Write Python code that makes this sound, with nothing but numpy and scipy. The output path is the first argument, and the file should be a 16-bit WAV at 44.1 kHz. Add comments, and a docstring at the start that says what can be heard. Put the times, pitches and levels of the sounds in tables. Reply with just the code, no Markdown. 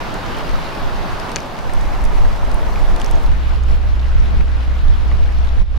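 """A flooded river rushes past with crackling slush and gurgles; floes tick, one cracks close by.
At 3.3 s the scene changes to a quieter flooded street with drips and a deep mains-pitched hum.
Water is churned noise plus tiny ringing pops; the floe snaps into its damped modes.
Wind eddies buffet the two microphone ports, harder as time goes on. The level dips briefly twice."""
import sys
import numpy as np
from scipy import signal
from scipy.fft import rfft, irfft
from scipy.io import wavfile
from scipy.ndimage import uniform_filter1d

SR = 44100
rng = np.random.default_rng(int(sys.argv[2]) if len(sys.argv) > 2 else 0)


def to_wav(sig):
    """Store sig (one row per channel, or 1-D mono) as 16-bit WAV at the path in sys.argv[1].

    Samples outside -1..1 are clipped; the rate is SR.
    """
    pcm = np.clip(np.atleast_2d(sig), -1, 1) * 32767
    pcm = np.round(pcm).astype(np.int16)
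    wavfile.write(sys.argv[1], SR, pcm.T)  # frames by channels


N = 254898
TIME_S = np.arange(N) / SR
CHANGE_S = 3.29  # river to street

# river flow: t/s, level/dB
RIVER_LEVEL = [(0, -30.5), (1.33, -31), (1.41, -33), (2.15, -32), (2.45, -33), (3.05, -31.5), (3.29, -33.5)]
# spectra of broad rush, hollow rush, street wash: f/Hz, relative density/dB
BROAD_SPECTRUM = [(30, -15), (100, 3.5), (180, 2), (310, 2.5), (450, 0.5), (650, 2), (950, 2), (1500, -4),
                  (2100, -9.5), (2800, -12.5), (4700, -18), (7800, -30.5), (12000, -31.5), (15800, -36.5)]
HOLLOW_SPECTRUM = [(30, -34), (100, -1.5), (200, 0.5), (420, -0.5), (650, 1), (900, 2), (1500, -6.5),
                   (2100, -10), (2800, -14), (4700, -20), (6400, -25), (7800, -30.5), (12000, -33),
                   (15800, -36.5)]
STREET_SPECTRUM = [(100, -8), (200, -6.5), (400, -9.5), (650, -7), (1000, -8.5), (1400, -11), (2000, -16),
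                   (2800, -19), (4200, -24), (5500, -29), (7800, -38.5), (12000, -40.5), (15800, -46)]
# left-right likeness of the water: f/Hz, correlation
RIVER_CORRELATION = [(200, 1), (450, 0.24), (700, 0.54), (2200, .25), (2800, 0.53), (4400, .6),
                     (9000, 0.023)]
STREET_CORRELATION = [(250, 0.076), (600, 0.27), (1200, 0.27), (1900, -0.017), (4000, .56), (5200, 0.37),
                      (7500, -0.082)]
# snaps of the near floe: t/s, level/dB, left-right/dB, tilt/(dB/octave)
FLOE_SNAPS = [(1.3601, -1, 8, 7.5), (1.3626, -32, 1, 5), (1.3646, -7, 2, -5), (1.3667, -33, 4, -3),
              (1.367, -9, 11, -17), (1.3842, -31, 5, 1)]
# modes of the floe: f/Hz, level/dB, t60/s
FLOE_MODES = [(1100, -38, 0.0037), (1690, -12, 0.0068), (2470, -3.5, 0.0065), (3100, 2, 0.0024),
              (4450, -1.5, 0.0085), (5920, 0.5, 0.0041), (6360, -3, .006), (9000, -24, 0.0081)]
# ice ticks, then street drips: t/s, level/dB, f/Hz, grit 0-1, left-right/dB
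TICKS_AND_DRIPS = [(.1425, -26.5, 6900, .7, 6), (0.3474, -19, 3020, 0.1, 4), (.387, -29, 11300, .9, 0),
                   (1.317, -22, 4500, 0.7, 6), (1.385, -21, 2400, .6, 4), (1.404, -21, 5770, 0.24, 4),
                   (1.5894, -24, 2400, 0.8, 9), (1.696, -21.5, 1840, 0.46, 9), (1.7362, -27, 8500, 0.95, 7),
                   (1.811, -30, 3760, 1, 8), (2.0403, -28.5, 9500, 1, -7), (2.052, -25, 5800, .8, 6),
                   (2.5153, -30, 4800, 1, 13), (2.544, -25, 10100, 0.35, 11), (2.759, -20, 2400, .4, 5),
                   (2.9626, -26, 4160, 0.9, 7), (2.9998, -25, 3450, .9, 6), (3.0159, -18.5, 3220, .6, 8),
                   (3.0454, -20.5, 5370, 0.55, 9), (3.062, -17, 5850, 0.06, 5),
                   (3.1118, -20, 6400, 0.86, 6), (3.1546, -25, 6500, .3, 0), (3.2633, -24.5, 4100, 0.37, 6),
                   (3.4344, -25, 3830, 0.4, 0), (3.474, -22, 2760, .6, 0), (3.6363, -28, 6500, .5, 0),
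                   (4.2014, -26, 5600, .6, 2), (4.409, -20.5, 2400, 0.8, 0), (5.1148, -20, 2000, .8, -2),
                   (5.116, -20, 1130, .6, -3), (5.231, -27, 3800, .4, 0)]
# wind spectra at the ports: f/Hz, relative density/dB
BUFFET_SPECTRUM = [(3, -29), (10, 12), (22, 8), (40, 6), (60, -5), (90, -16.5), (160, -38), (1000, -130)]
FLUTTER_SPECTRUM = [(25, -14), (55, 1.5), (85, -0.5), (130, -7.5), (210, -11), (330, -19.5), (700, -28),
                    (3000, -130)]
# breeze, freshening after a lull: t/s, level/dB
BREEZE_LEVEL = [(0, -31.5), (1.2, -33.5), (1.55, -36.5), (1.87, -20), (3.7, -20.5), (4.65, -23),
                (5.78, -15)]
# gusts: peak t/s, length/s, wash boost/dB, flutter boost/dB
GUST_SWELLS = [(3.384, 0.76, 2.5, 2.5), (3.72, .15, 4.5, 3.5), (4.35, 0.42, 2.5, 7.5), (5.135, 0.5, 1, 5),
               (5.56, 0.17, 0, 1.5)]
# single eddies at the ports: peak t/s, level/dB
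EDDY_THUMPS = [(.54, -21), (.84, -24), (.97, -25), (1.16, -27), (1.78, -20.5), (2.06, -14.5), (2.2, -11.5),
               (2.28, -16), (2.51, -19), (2.82, -15.5), (2.92, -13.5), (3.13, -14), (3.29, -12.5),
               (3.72, -12.5), (4.17, -10.5), (4.41, -13), (4.88, -11), (5.631, -7.5)]
# brief level dips: t/s, depth/dB, recovery/s
LEVEL_DIPS = [(4.43, 3.2, .13), (5.642, 12.5, .15)]


def river():
    """Rushing water that turns hollower, with crackling slush, fine ice needles and gurgles."""
    hollow = np.clip((TIME_S - 1.13) / 0.59, 0, 1)
    broad_rush = np.sqrt(1 - hollow) * stereo_noise(BROAD_SPECTRUM, RIVER_CORRELATION)
    hollow_rush = np.sqrt(hollow) * stereo_noise(HOLLOW_SPECTRUM, RIVER_CORRELATION)
    rush = churn(broad_rush + hollow_rush, patchy_db=0.85, flicker_db=0.48)
    slush = pops(per_s=240, low_hz=2200, high_hz=6000, decay_cycles=3.2, spread_db=6, grit=0.56)
    needles = pops(per_s=140, low_hz=5500, high_hz=11000, decay_cycles=1.5, spread_db=4, grit=2)
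    gurgle = pops(per_s=200, low_hz=532.6, high_hz=1624, decay_cycles=7.5, spread_db=3.5, grit=0)
    crackle = lowpass(gain(-21) * slush + gain(-35 + 2.7 * hollow) * needles, top_hz=11900)
    water = gain(3) * rush + crackle + gain(-8.5) * gurgle
    fizz_db = (1 - hollow) * 1.74 + hollow * 0.07
    return gain(over_time(RIVER_LEVEL)) * froth(water, fizz_db) * pan(-0.6)


def churn(water, patchy_db, flicker_db):
    """Splashes lift short patches of the spectrum, sometimes all of it."""
    frames = signal.stft(water, nperseg=512, noverlap=384)[2]
    patches = uniform_filter1d(rng.standard_normal(frames.shape[:0:-1]), size=16, axis=0)  # in time
    patches = unit_rms(uniform_filter1d(patches, size=9, axis=1))  # in frequency
    flicker = unit_rms(uniform_filter1d(rng.standard_normal(frames.shape[2]), size=18))
    frames *= gain(patchy_db * patches.T + flicker_db * flicker)
    return signal.istft(frames, nperseg=512, noverlap=384)[1][:, :N]


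def froth(water, fizz_db):
    """Froth raises or lowers the water's fizz apart from its body."""
    fizz = signal.sosfiltfilt(signal.butter(2, [1700, 6800], "band", fs=SR, output="sos"), water)
    return water + (gain(fizz_db) - 1) * fizz


def pops(per_s, low_hz, high_hz, decay_cycles, spread_db, grit):
    """Small pops of many pitches and sizes, scattered across the water; rms 1."""
    out, pitches = np.zeros((2, N)), 24
    for hz in np.geomspace(low_hz, high_hz, pitches):
        sizes = gain(spread_db * np.minimum(rng.exponential(1, N), 4))
        onsets = rng.random(N) < per_s / pitches / SR
        train = signal.oaconvolve(sizes * onsets, tick(hz, decay_cycles, grit))[:N]
        place(out, 0, train, pan_db=rng.normal(0, 10))
    return unit_rms(out)


def ice_and_drips():
    """The near floe cracks, small pieces tick, drips fall; walls and water scatter a faint tail."""
    direct = np.zeros((2, N))
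    for start_s, level_db, pan_db, tilt_db_per_octave in FLOE_SNAPS:
        place(direct, start_s, gain(level_db) * floe_snap(tilt_db_per_octave), pan_db)
    for start_s, level_db, hz, grit, pan_db in TICKS_AND_DRIPS:
        click = tick(hz, decay_cycles=3.1, grit=grit)
        if start_s > CHANGE_S:  # street drips: farther off, duller
            click = lowpass(click, top_hz=1.1 * hz)
        place(direct, start_s, gain(level_db) * click, pan_db)
    direct = lowpass(direct, top_hz=12000)
    t, t60_s = TIME_S[:SR // 4], 0.13
    tail = rng.standard_normal((2, len(t))) * gain(-60 * t / t60_s)
    tail /= np.linalg.norm(tail[0])
    return direct + gain(-21.5) * signal.fftconvolve(direct, tail, axes=1)[:, :N]


def floe_snap(tilt_db_per_octave):
    """One snap rings the floe's modes; wet ice takes off the top treble."""
    t = TIME_S[:2000]
    ring = sum(gain(db + tilt_db_per_octave * np.log2(hz) - 60 * t / t60_s) * np.sin(2 * np.pi * hz * t)
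               for hz, db, t60_s in FLOE_MODES)
    return lowpass(ring / abs(ring).max(), top_hz=10000)


def tick(hz, decay_cycles, grit):
    """A tiny fracture or pop: a short ring and a puff of grit around its pitch."""
    t = TIME_S[:900]
    ring = np.sin(2 * np.pi * hz * t) * np.exp(-t * hz / decay_cycles) * (1 - np.exp(-2 * t * hz))
    band = signal.butter(2, [0.5 * hz, min(2.2 * hz, 14000)], "band", fs=SR)
    puff = signal.lfilter(*band, rng.standard_normal(len(t)) * np.exp(-t / 0.0015))
    return ring + grit * puff / abs(puff).max()


def wind(eddy_s=0.18, buffet_limit=0.84):
    """Eddies push on one port and pull on the other: slow buffets, and flutter that grows with them."""
    eddy_power = sum((gain(db) * swell(peak_s, eddy_s)) ** 2 for peak_s, db in EDDY_THUMPS)
    push = np.sqrt(gain(over_time(BREEZE_LEVEL)) ** 2 + eddy_power)
    _, gust_db = gusts()
    buffets = steady(stereo_noise(BUFFET_SPECTRUM, -0.42), samples=9000) * push * pan(-1.8)
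    flutter = steady(stereo_noise(FLUTTER_SPECTRUM, -0.32), samples=6000) * push ** 0.39 * pan(-1.8)
    return buffet_limit * np.tanh(buffets / buffet_limit) + gain(-26 + gust_db) * flutter


def gusts():
    """Gusts swell the street wash and the port flutter; one dB curve for each."""
    return sum(np.outer([wash_db, flutter_db], swell(peak_s, length_s))
               for peak_s, length_s, wash_db, flutter_db in GUST_SWELLS)


def hum(hz=60.7, fundamental_db=-18, octave_db=-43.5, waver_db=1.5, sway_cycles=0.034):
    """A nearly pure drone at mains pitch, wavering slightly in level and phase."""
    drift = [(1, 3), (6, 5), (20, -53), (60, -120)]  # f/Hz, relative density/dB
    phase = 2 * np.pi * (hz * TIME_S + sway_cycles * stereo_noise(drift, 0.23))
    tone = gain(fundamental_db) * np.sin(phase) + gain(octave_db) * np.sin(2 * phase)
    return np.sqrt(2) * tone * gain(waver_db * stereo_noise(drift, 0.5)) * pan(-0.8)


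def street():
    """A dull, distant wash of water and wind that swells in gusts, with light dripping."""
    gust_db, _ = gusts()
    wash = churn(stereo_noise(STREET_SPECTRUM, STREET_CORRELATION), patchy_db=1.2, flicker_db=-0.5)
    drips = pops(per_s=85, low_hz=1630, high_hz=4820, decay_cycles=2.7, spread_db=0.5, grit=0.29)
    water = gain([[1.6], [0.5]]) * wash + gain(-13.5) * lowpass(drips, top_hz=9000)
    fizz_db = 1.16 - 0.45 * gust_db  # fizz swells less than the body
    return gain(-37.5 + gust_db) * froth(water, fizz_db)


def stereo_noise(spectrum, correlation):
    """Two partly alike noises of one colour; mid rms 1."""
    hz = np.fft.rfftfreq(N, 1 / SR)
    white = rfft(rng.standard_normal((2, N)))
    alike = np.clip(over_frequency(correlation, hz) if np.ndim(correlation) else correlation, -0.9, 0.95)
    weighted = np.array([white[0] * np.sqrt(1 + alike), white[1] * np.sqrt(1 - alike)])
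    mid, side = irfft(weighted * gain(over_frequency(spectrum, hz)), N)
    return np.array([mid + side, mid - side]) / mid.std()


def steady(noise, samples):
    """Evens out slow chance swells."""
    return noise / np.sqrt(uniform_filter1d(noise.mean(0) ** 2, size=samples) + 0.033)


def swell(peak_s, length_s):
    """Smooth rise from 0 to 1 and back."""
    return np.cos(np.pi * np.clip((TIME_S - peak_s) / length_s, -0.5, 0.5)) ** 2


def over_frequency(table, hz):
    table_hz, values = np.transpose(table)
    return np.interp(np.log(hz + 1), np.log(table_hz + 1), values)


def over_time(table):
    return np.interp(TIME_S, *np.transpose(table))


def place(mix, start_s, sound, pan_db):
    part = mix[:, round(start_s * SR):][:, :len(sound)]
    part += pan(pan_db) * sound[:part.shape[1]]


def pan(left_minus_right_db):
    return gain([[left_minus_right_db / 2], [-left_minus_right_db / 2]])


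def lowpass(x, top_hz):
    return signal.lfilter(*signal.butter(2, top_hz, fs=SR), x)


def unit_rms(x):
    return x / np.sqrt(np.mean(x ** 2) + 1e-20)


def gain(db):
    return 10 ** (np.asarray(db) / 20)


def scene(crossfade_s=0.021):
    """River with ice, then street with hum and drips; wind over both."""
    in_street = np.clip((TIME_S - CHANGE_S) / crossfade_s + 0.5, 0, 1)
    surroundings = np.sqrt(1 - in_street) * river() + np.sqrt(in_street) * (street() + hum())
    return surroundings + wind() + ice_and_drips()


def record(dry, edge_hz=15850):
    """Two brief level dips, soft clipping of the largest peaks, band limit."""
    dip_db = sum(np.interp(TIME_S - at_s, [-0.025, 0, recovery_s], [0, depth_db, 0])
                 for at_s, depth_db, recovery_s in LEVEL_DIPS)
    dipped = dry * gain(-dip_db) * signal.windows.tukey(N, 0.002)
    clipped = dipped / (1 + dipped ** 6) ** (1 / 6)
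    band_limit = signal.firwin(511, edge_hz, window=("kaiser", 9), fs=SR)
    return signal.oaconvolve(clipped, band_limit[None], "same")


dry = scene()
out = record(dry)
to_wav(out)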